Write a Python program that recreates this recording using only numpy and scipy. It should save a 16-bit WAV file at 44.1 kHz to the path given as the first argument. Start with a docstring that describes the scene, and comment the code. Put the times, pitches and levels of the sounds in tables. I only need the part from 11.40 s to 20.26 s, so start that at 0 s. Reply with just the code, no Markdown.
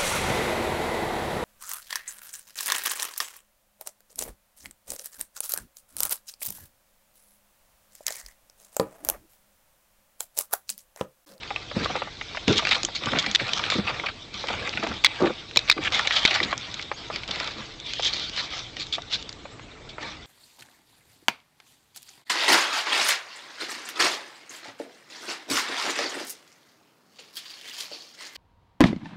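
"""In still air with a faint, far drone, someone starts to walk over crusted snow, a small device in hand.
From the start loose grains crunch and packed snow rumbles under each tread, and the icy crust snaps;
soon boots thud and scrape. All are random runs of tiny fractures, filtered into ranges of pitch.
From about 2 s the hand squeaks and knocks on the case: rough tones and short rings, the hardest overloading
the microphone. From 5 s faint, high chirps glide upward, perhaps a small bird."""
import sys
import numpy as np
from scipy import signal
from scipy.fft import rfft, irfft
from scipy.io import wavfile

SR = 44100
rng = np.random.default_rng(int(sys.argv[2]) if len(sys.argv) > 2 else 0)


def inscribe(sig):
    """Save sig as 16-bit PCM at rate SR to the path in sys.argv[1].

    A 1-D sig is mono; a 2-D sig holds one channel per row.
    Samples are clipped to [-1, 1] before scaling.
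    """
    pcm = np.round(np.clip(np.atleast_2d(sig).T, -1, 1) * 32767)
    wavfile.write(sys.argv[1], SR, pcm.astype(np.int16))


N = 390726

# ranges in which snow sounds, from packed mass down to the finest ice: (low_hz, high_hz)
BOOM, THUMP, KNOCK = (45, 135), (120, 270), (250, 560)
THOCK, CRACK, CRISP, SIZZLE = (480, 1550), (1400, 2950), (2800, 4900), (4300, 7200)
ICE = [THOCK, CRACK, CRISP, SIZZLE]


def from_db(db):
    """Decibels become a plain multiplier."""
    return 10 ** (np.asarray(db) / 20)


def rms_one(x):
    """Scale a sound so that its average strength (rms) is 1."""
    return x / np.sqrt(np.mean(x ** 2) + 1e-20)


def add(out, start_s, piece):
    """Mix a short sound in at its starting time."""
    i = int(np.clip(round(start_s * SR), 0, N))
    out[i:i + len(piece)] += piece[:N - i]


def band_pass(x, edges_hz):
    """Keep only what lies between two pitches."""
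    return signal.sosfilt(signal.butter(3, edges_hz, "band", fs=SR, output="sos"), x)


def ring_at(x, hz, sharpness):
    """What a single resonance gives back; a sharper one is narrower and rings longer."""
    return signal.lfilter(*signal.iirpeak(hz, sharpness, fs=SR), x)


def resonate(x, modes):
    """Resonances lift or hollow a few narrow ranges, one after another."""
    for hz, width_hz, db in modes:
        x = x + (from_db(db) - 1) * ring_at(x, hz, hz / width_hz)
    return x


def sine(pitch_hz):
    """A pure tone that follows a changing pitch."""
    return np.sin(2 * np.pi * np.cumsum(pitch_hz) / SR)


def at_hz(points, hz):
    """Read a spectrum curve on a logarithmic pitch axis."""
    points_hz, db = np.transpose(points)
    return np.interp(np.log(hz), np.log(points_hz), db)


def drift(rate, size):
    """A random wander of spread about 1 with `rate` new values a second."""
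    at = np.arange(size) * rate / SR
    values = rng.standard_normal(int(at[-1]) + 2)
    return 1.19 * np.interp(at, np.arange(len(values)), values)


def grains(per_s, spread_db, size):
    """Tiny fractures at random moments, most weak and a few strong, over a trace of noise; rms 1."""
    strength = from_db(spread_db * np.minimum(rng.exponential(1, size), 4))
    clicks = (rng.random(size) < per_s / SR) * strength * rng.choice([-1, 1], size)
    return rms_one(clicks + 1e-3 * rng.standard_normal(size))


def slab(force, edges_hz, sharpness=11, ring_db=5):
    """Every piece of crust has its own size, and so rings briefly at a pitch of its own."""
    hz = np.exp(rng.uniform(*np.log(edges_hz)))
    return force + from_db(ring_db) * ring_at(force, hz, sharpness)


def bursts(events, ranges, force, slopes, colour_db):
    """Each event is a run of fractures, force(t, length), loudest in the range nearest to its pitch."""
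    out = np.zeros(N)
    centres_hz = np.sqrt(np.prod(ranges, axis=1))
    below, above = slopes   # dB per octave lost below and above the pitch
    for start_s, length_s, db, pitch_hz in events:
        t = np.arange(int((3 * length_s + 0.044) * SR)) / SR
        octaves = np.log2(centres_hz / pitch_hz)
        shares = from_db(np.minimum(below * octaves, -above * octaves))
        gains = from_db(db + np.array(colour_db)) * shares / np.linalg.norm(shares)
        for edges_hz, gain in zip(ranges, gains):
            piece = band_pass(slab(force(t, length_s), edges_hz), edges_hz)
            # equal energy for events of equal length, before the gain
            piece = piece * np.sqrt(length_s * SR / np.sum(piece ** 2))
            add(out, start_s, rng.choice([-1, 1]) * gain * piece)
    return out


def still_air(level_db=-48, trim_db=-2):
    """A smooth, even background: noise shaped by a fixed spectrum."""
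    # colour of the air, relative: pitch_hz [Hz], level_db [dB per Hz]
    air_colour = [(15, -28.5), (25, 0), (164, -3), (199, -26.5), (260, -5.5), (357, -26.5), (554, -14.5),
                  (641, -10.5), (1180, -21.5), (8500, -29.5), (11000, -62.5), (18700, -120)]
    hz = np.fft.rfftfreq(N, 1 / SR) + 1   # 1 Hz up, to avoid the logarithm of zero
    spectrum = rfft(rng.standard_normal(N)) * from_db(at_hz(air_colour, hz))
    return from_db(level_db + trim_db) * rms_one(irfft(spectrum, N))


def far_drone():
    """A faint, wavering drone from far away: noise through a few narrow resonances."""
    # unsteady tones: pitch_hz [Hz], width_hz [Hz], level_db [dB]
    tones = [(59, 9, -59), (112.7, 9.4, -59.5), (310, 45, -56), (437.6, 30, -59.5)]
    out = np.zeros(N)
    for hz, width_hz, db in tones:
        out += from_db(db) * rms_one(ring_at(rng.standard_normal(N), hz, hz / width_hz))
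    return out


def underfoot():
    """Strength in dB of coarse grains, fine grains and rumble: every tread swells, holds and fades."""
    # a boot presses into the snow: start_s [s], hold_s [s, swell included], then strengths before mixing:
    # coarse_db [dB], fine_db [dB], rumble_db [dB]
    treads = [(0,0.22,-49.5,-67,-54), (0.343,0.097,-36,-39,-35.5), (0.482,0.085,-39,-45,-43),
              (0.88,0.25,-51.5,-51,-57), (1.065,0.12,-36.5,-30,-37.5), (1.25,0.067,-34.5,-32,-44),
              (1.601,0.3,-39.5,-40.5,-46), (1.976,.13,-36.5,-39,-51), (2.099,0.28,-37,-36.5,-44),
              (2.424,0.17,-39,-46,-44), (2.927,0.11,-46.5,-39,-50.5), (3.055,0.22,-37.5,-45,-44.5),
              (3.327,0.22,-43,-43,-45.5), (3.64,0.25,-41.5,-48,-60), (4.152,0.13,-48,-50,-61),
              (4.399,0.026,-36.5,-39,-37), (4.508,0.1,-33,-32,-47.5), (4.685,0.29,-35.5,-30.5,-52),
              (4.993,0.083,-36.5,-51,-38), (5.182,0.21,-48,-42,-57.5), (5.56,0.091,-47.5,-44,-53),
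              (5.701,0.061,-41.5,-40,-46), (5.869,0.2,-38,-38.5,-48.5), (6.159,0.048,-43.5,-41.5,-47),
              (6.437,0.16,-59,-37.5,-69), (6.617,0.22,-46,-33.5,-50), (6.915,0.13,-44.5,-37,-57),
              (7.098,0.066,-41.5,-36,-55), (7.353,0.047,-57,-38.5,-50), (7.694,0.027,-51,-34.5,-57),
              (8.595,0.057,-41,-46,-55), (8.647,0.034,-47,-40,-58)]
    # faint, fine rustle between the treads, strength before mixing: time_s [s], fine_db [dB]
    rustle = [(0, -46.5), (1.5, -42), (2.8, -48.5), (3.6, -45.5), (5.4, -49), (6.3, -49.5), (7.25, -46.5),
              (7.62, -51), (8.4, -59), (8.85, -56)]
    press_s, release_db_per_s = 0.024, 132
    rest_coarse_db, rest_rumble_db = -55, -55.5   # a faint, steady level that stays between the treads
    t = np.arange(0, N, 40) / SR
    rustle_db = np.interp(t, *np.transpose(rustle))
    power = from_db([rest_coarse_db + 0 * t, rustle_db, rest_rumble_db + 0 * t]) ** 2
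    for start_s, hold_s, *levels_db in treads:
        swell = np.clip((t - start_s) / press_s, 0, 1)
        fade = from_db(-release_db_per_s * np.maximum(t - start_s - hold_s, 0))
        power = power + np.outer(from_db(levels_db), swell * fade) ** 2
    every_sample_s = np.arange(N) / SR
    return [np.interp(every_sample_s, t, 10 * np.log10(p)) for p in power]


def avalanches(per_s=110, spread_db=8.0, fade_s=0.0043):
    """Small collapses that start at once and die away; rms 1."""
    starts = (rng.random(N) < per_s / SR) * from_db(spread_db * np.minimum(rng.exponential(1, N), 3))
    return rms_one(signal.lfilter([1], [1, -np.exp(-1 / (fade_s * SR))], starts + 1e-18))


def loose_snow(coarse_db, fine_db, patchy_db=3.5, clumps_from_db=-35):
    """Grains rub and crunch: smoothly under a light touch, in avalanches under load."""
    # colour of the coarse grains, relative: pitch_hz [Hz], level_db [dB per Hz]
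    coarse_colour = [(400, -15.5), (560, -4), (1200, 0), (2300, -1.5), (3500, -9.5), (5000, -16.5),
                     (8000, -25.5)]
    # colour of the fine grains, relative: pitch_hz [Hz], level_db [dB per Hz]
    fine_colour = [(400, -26), (1100, -21.5), (1700, -8), (2500, -9), (3400, -1.5), (4100, -4), (5000, -7),
                   (5800, -12.5), (6600, -19.5), (8000, -36)]
    coarse, fine = from_db(coarse_db - 30), from_db(fine_db - 32)   # relative heights of the spectra
    clumped = 1 / (1 + from_db(clumps_from_db - coarse_db) ** 2)   # 0 is smooth, 1 is all avalanches
    slide = np.sqrt(1 - clumped + clumped * avalanches() ** 2)
    # two runs of grains serve neighbouring bands in turn
    forces = [slide * grains(9000, 4.0, N) * np.sqrt(SR / 2) for _ in range(2)]
    out, edges_hz = np.zeros(N), np.geomspace(430, 8600, 27)
    for k, (low, high) in enumerate(zip(edges_hz, edges_hz[1:])):
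        hz = np.sqrt(low * high)
        coarse_height = coarse * from_db(at_hz(coarse_colour, hz))
        fine_height = fine * from_db(at_hz(fine_colour, hz))
        patches = from_db(patchy_db * drift(35, N))   # each band comes and goes on its own
        out += np.hypot(coarse_height, fine_height) * patches * band_pass(forces[k % 2], (low, high))
    return from_db(-0.26) * out


def ice_ticks(fine_db, per_s=45, relative_db=-11):
    """Single crystals break with a tiny tick among the finer grains."""
    return from_db(fine_db + relative_db) * rms_one(band_pass(grains(per_s, 5.2, N), (2100, 5600)))


def rumble(weight_db, lump_db=3.5):
    """Packed snow settles under the walker's weight: sparse, low fractures that come in lumps."""
    out = np.zeros(N)
    for edges_hz, relative_db in [(BOOM, -7), (THUMP, -6), (KNOCK, -4.5)]:
        settling = rms_one(band_pass(grains(1500, 3.3, N), edges_hz))
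        out += from_db(weight_db + relative_db + lump_db * drift(45, N)) * settling
    return from_db(0.04) * out


def snap(t, length, first_db=13, fade_db=21, tail_db=-20, tail_db_per_s=750):
    """One sharp break, a quickly dying shower of smaller ones, and a faint tail off the ground."""
    shower, tail = from_db(-fade_db * t / length), from_db(tail_db - tail_db_per_s * t)
    force = grains(9000, 5.2, len(t)) * (shower + tail)
    force[0] += from_db(first_db)
    return force


def crackles(coarse_db, fine_db, per_s=22, relative_db=-2, spread_db=2.5, low_hz=1496, high_hz=4980):
    """Lesser breaks at random, as (s, dB, Hz): low ones follow the coarse crunch, bright ones the fine."""
    when, smallness, luck = rng.random((int(per_s * N / SR), 3)).T
    i = (when * N).astype(int)
    around_db = (1 - smallness) * coarse_db[i] + smallness * fine_db[i]
    db = around_db + relative_db + spread_db * (2 * luck - 1)
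    return list(zip(i / SR, db, low_hz * (high_hz / low_hz) ** smallness))


def crust_snaps(coarse_db, fine_db):
    """The icy top layer snaps and crackles; low slabs take longer to break than bright ones."""
    # the crust breaks: start_s [s], level_db [dB before colouring], pitch_hz [Hz]
    breaks = [(.0323,-31.5,2520), (.1047,-27,1250), (.1607,-22.5,1900), (.3133,-33.5,1310),
              (.4457,-22,3600), (.4579,-25.5,1290), (.5542,-26,1130), (.565,-31,1100), (.6194,-26.5,1220),
              (.6727,-38.5,950), (.8117,-27,1740), (.9478,-32.5,1310), (.9716,-25,1700), (1.0798,-15,3150),
              (1.159,-27,3800), (1.181,-15,4100), (1.193,-27.5,1200), (1.2509,-18.5,2400),
              (1.2702,-16.5,2450), (1.2911,-19,3200), (1.432,-16.5,4960), (1.4493,-11,5300),
              (1.4851,-35.5,1190), (1.658,-19.5,4000), (1.6691,-27,1200), (1.7333,-24,1300),
              (1.7872,-14,4450), (1.8258,-26,3300), (1.842,-27,2000), (1.8624,-20,2860),
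              (1.9135,-20.5,5000), (1.9498,-20,4500), (2.0905,-24.5,2400), (2.1336,-13.5,4050),
              (2.1823,-23,4300), (2.2385,-20,2300), (2.301,-17.5,2950), (2.3215,-23.5,1370),
              (2.3546,-29,3030), (2.5973,-24,2200), (2.941,-31,3900), (3.04,-31,1100), (3.1012,-30,1000),
              (3.1385,-28.5,1500), (3.2928,-23,4170), (3.3735,-20.5,2010), (3.4662,-27.5,1330),
              (3.514,-32.5,1100), (3.6393,-20.5,3000), (4.111,-34,2600), (4.1598,-17.5,3360),
              (4.1907,-19,3700), (4.3771,-28.5,1440), (4.476,-21,2040), (4.5218,-22.5,3030),
              (4.5458,-18,2850), (4.6734,-16,2920), (4.708,-16.5,1950), (4.7657,-15.5,3080),
              (4.9079,-19.5,1860), (5.0017,-16.5,2000), (5.1278,-19.5,1410), (5.178,-20.5,6000),
              (5.3414,-23,4400), (5.3937,-28,2280), (5.4251,-26.5,4320), (5.5152,-25.5,1270),
              (5.7006,-31.5,950), (5.7596,-21,3100), (5.8338,-30,2670), (5.8778,-28,3700),
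              (5.9117,-22,3770), (6.0826,-37.5,1510), (6.4,-31.5,4200), (6.5353,-21,4400),
              (6.5949,-28.5,1200), (6.7658,-28,3940), (6.7963,-23.5,3900), (6.9629,-27,3430),
              (7.3676,-27.5,2930), (7.4674,-32.5,3900), (7.5816,-31.5,1130), (7.62,-31.5,4200),
              (7.7549,-32,2500), (7.8254,-30.5,4200), (7.8918,-25.5,4520), (7.9273,-33,4360),
              (8.0531,-38,1220), (8.195,-41,1390), (8.582,-34.5,1210)]
    cycles = 16   # length of a break, in periods of its pitch
    events = [(s, cycles / hz, db, hz) for s, db, hz in list(breaks) + crackles(coarse_db, fine_db)]
    return bursts(events, ICE, snap, slopes=(12.3, 15.8), colour_db=(1, -2, -4.5, -6.5))


def thud(t, length, rise_s=0.0012, fade_db=7, release_s=0.0047, first_db=12):
    """The heel lands, then the snow gives way in a few lumps."""
    push = (1 - np.exp(-t / rise_s)) * from_db(-fade_db * t / length)
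    push = push * np.exp(-np.maximum(t - length, 0) / release_s)
    force = push * grains(1100, 4.4, len(t))
    force[0] += from_db(first_db)
    return force


def boot_thuds():
    """Dull blows as weight lands: low-pitched runs of fractures."""
    # blows: start_s [s], length_s [s], level_db [dB before colouring], pitch_hz [Hz]
    blows = [(.363,0.017,-22.5,192), (.405,0.023,-29,170), (1.077,0.021,-18,160), (1.08,0.01,-25,560),
             (1.101,0.019,-19,400), (1.14,0.048,-34.5,330), (1.432,.02,-34,560), (1.66,.016,-28.5,160),
             (1.722,.05,-28.5,216), (1.755,0.019,-31,620), (1.86,.03,-36,140), (2.01,0.018,-31,170),
             (2.352,0.016,-25.5,233), (2.383,0.014,-21,219), (3.428,0.017,-30,520), (3.47,0.058,-34.5,109),
             (3.8,0.013,-26,620), (3.814,0.018,-18,460), (3.829,0.024,-18.5,456), (3.864,0.019,-24.5,400),
             (3.896,0.011,-24.5,480), (4.16,0.0083,-25,600), (4.365,0.036,-31.5,417), (5.045,0.031,-45,330)]
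    ranges = [BOOM, THUMP, KNOCK, THOCK]
    return bursts(blows, ranges, thud, slopes=(8.2, 6.1), colour_db=(-3, -1.5, -1, -2))


def scuff(t, length, rise_s=0.00045, release_s=0.0088):
    """Grains break in clumps while the sole moves, then die away."""
    push = (1 - np.exp(-t / rise_s)) * np.exp(-np.maximum(t - 0.75 * length, 0) / release_s)
    return push * grains(6000, 5.9, len(t)) * from_db(0.53 * drift(260, len(t)))


def sole_scuffs():
    """A sole grinds over the crust: short scrapes of breaking grains."""
    # scrapes: start_s [s], length_s [s], level_db [dB before colouring], pitch_hz [Hz]
    scrapes = [(.425,0.044,-34,2880), (.492,0.018,-29.5,895), (1.168,0.017,-22,4400),
               (1.222,0.008,-26,1300), (1.31,0.024,-15,2500), (1.345,.012,-19,2900), (1.358,0.0066,-26,906),
               (1.548,0.028,-26,3200), (1.75,0.046,-23.5,1700), (1.788,0.013,-20,4100),
               (1.994,0.021,-22.5,2160), (2.305,0.045,-26,2960), (2.468,0.048,-23.5,1670),
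               (2.635,0.011,-27,910), (2.659,0.0095,-20,2120), (2.684,0.011,-24,1800),
               (3.262,0.0087,-32,1600), (3.325,0.017,-28.5,2100), (3.426,0.019,-24,1310),
               (3.855,0.021,-22.5,1520), (4.277,0.03,-26,2560), (4.427,0.01,-27,2200),
               (4.447,0.032,-21,2230), (4.53,0.074,-25,2820), (4.648,0.01,-25,1600), (4.72,0.096,-23,3170),
               (4.91,0.1,-25.5,2010), (5.028,0.019,-21.5,3080), (6.0,0.013,-29,1650),
               (6.622,0.028,-25.5,3960), (6.645,0.047,-21.5,4000), (6.73,.014,-23.5,3700),
               (6.972,.044,-25.5,2860), (7.395,0.041,-30,3460), (7.523,0.042,-25.5,3800),
               (7.722,0.036,-23.5,3740), (8.49,0.019,-39.5,3900)]
    return bursts(scrapes, ICE, scuff, slopes=(10.7, 14), colour_db=(0, -3.5, -2.5, -7))


def case_squeaks(pitch_hz=3900, waver=0.089, rough_db=7.0, rasp_db=-4):
    """The grip sticks and slips on the case: a rough, wavering tone that swells and stops short."""
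    # slips: start_s [s], length_s [s, slightly extended below], level_db [dB]
    slips = [(1.947, 0.013, -14), (3.65, 0.012, -18), (3.6612, 0.0045, -15), (4.311, 0.017, -18),
             (4.852, 0.0077, -17)]
    out = np.zeros(N)
    for start_s, length_s, db in slips:
        size = int((length_s + 0.0031) * SR)
        tone = sine(pitch_hz * (1 + waver * drift(700, size)))
        rasp = rms_one(band_pass(rng.standard_normal(size), (1500, 4800)))
        rough = from_db(rough_db * drift(735, size)) * signal.windows.tukey(size, .4)
        add(out, start_s, from_db(db) * rms_one((tone + from_db(rasp_db) * rasp) * rough))
    return out


def case_knocks(detune=0.055):
    """Knocks ring all modes of the case, each with its own strength and brightness; pitches waver at random."""
    # knocks on the case: start_s [s], strength_db [dB], brightness_db [dB per octave above 3000 Hz]
    knocks = [(1.9492, -18, 11.5), (3.6462, 8, 0), (4.1719, 6, 6), (4.2985, 10, 2), (4.6729, -7.5, -2),
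              (4.8515, 3, -3)]
    # what the case rings with: pitch_hz [Hz], level_db [dB, relative], t60_s [s to fall by 60 dB]
    case_modes = [(424, -21.5, 0.0077), (945, -19, 0.01), (1760, -14.5, 0.0046), (2310, -4.5, 0.015),
                  (3636, -8, 0.017), (4390, -5.5, 0.0077), (5600, -16.5, 0.016), (6750, -11, 0.0044)]
    out, t = np.zeros(N), np.arange(int(.04 * SR)) / SR
    for start_s, strength_db, bright_db in knocks:
        for hz, db, t60_s in case_modes:
            level_db = strength_db + db + bright_db * np.log2(hz / 3000) + rng.normal(0, 1)
            tone = sine(hz * (1 + detune * drift(400, len(t))))
            add(out, start_s, from_db(level_db - 60 * t / t60_s) * tone * rng.choice([-1, 1]))
    return out


def sympathy(x):
    """Thin, lightly damped parts inside the device store a little of each jolt and give it back slowly."""
    # parts that sing on: pitch_hz [Hz], level_db [dB], t60_s [s to fall by 60 dB]
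    parts = [(2040, -4, 0.35), (2570, -0.5, 0.8), (4770, -5.5, 0.8)]
    return sum(from_db(db) * ring_at(x, hz, np.pi * hz * t60_s / np.log(1000)) for hz, db, t60_s in parts)


def chirps(length_s=.047, rise_hz=1100):
    """Thin, nearly pure upward glides that swell and fade."""
    # rising chirps: start_s [s], starting_pitch_hz [Hz], peak_level_db [dB]
    glides = [(5.05, 6300, -49), (5.525, 6000, -46), (6.07, 6300, -67), (6.205, 6300, -53),
              (7.148, 6350, -68), (7.785, 6450, -54), (7.9, 6450, -54), (8.025, 6280, -57),
              (8.105, 7060, -54), (8.135, 6700, -63), (8.208, 6200, -56)]
    out, progress = np.zeros(N), np.linspace(0, 1, int(length_s * SR))
    for start_s, hz, db in glides:
        tone = sine(hz + rise_hz * progress + 45 * drift(300, len(progress)))
        add(out, start_s, from_db(db) * np.sin(np.pi * progress) * tone)
    return out


def scene():
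    """Boots and snow reach the microphone through its cavity; the case sounds straight into it."""
    # low resonances of the ground underfoot: pitch_hz [Hz], width_hz [Hz], change_db [dB]
    ground = [(105, 17, 4.5), (203.7, 18, 5.5), (290, 33, 1), (344, 100, -2), (455, 110, 2)]
    # cavity resonances in front of the microphone: pitch_hz [Hz], width_hz [Hz], change_db [dB]
    cavity = [(340, 50, 5.5), (1050, 78, -4), (1182, 45, 2.5), (1350, 37, 1.5), (1694, 640, -3.5),
              (2303, 235, 3.5), (2650, 510, -1), (3630, 600, 4), (4840, 67, -1.5)]
    background = still_air() + far_drone() + chirps()
    coarse_db, fine_db, weight_db = underfoot()
    snow = loose_snow(coarse_db, fine_db) + ice_ticks(fine_db)
    crust = crust_snaps(coarse_db, fine_db) + sole_scuffs()
    boots = resonate(rumble(weight_db) + boot_thuds(), ground)
    case = case_squeaks() + case_knocks()
    near = resonate(boots + snow + crust, cavity) + case
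    return (near + sympathy(near) + background)[None]


def record(dry, headroom=0.71):
    """The hardest knocks saturate; little above 8 kHz is kept, and overshoots are clipped."""
    rounded = dry / (1 + (dry / headroom) ** 4) ** (1 / 4)
    dulled = signal.sosfilt(signal.cheby1(9, .3, 8000, fs=SR, output="sos"), rounded)
    clipped = np.clip(dulled, -.73, .73)
    # the treble that clipping adds is cut above 16400 Hz
    return signal.sosfilt(signal.cheby1(12, .2, 16400, fs=SR, output="sos"), clipped)


dry = scene()
out = record(dry)
inscribe(out)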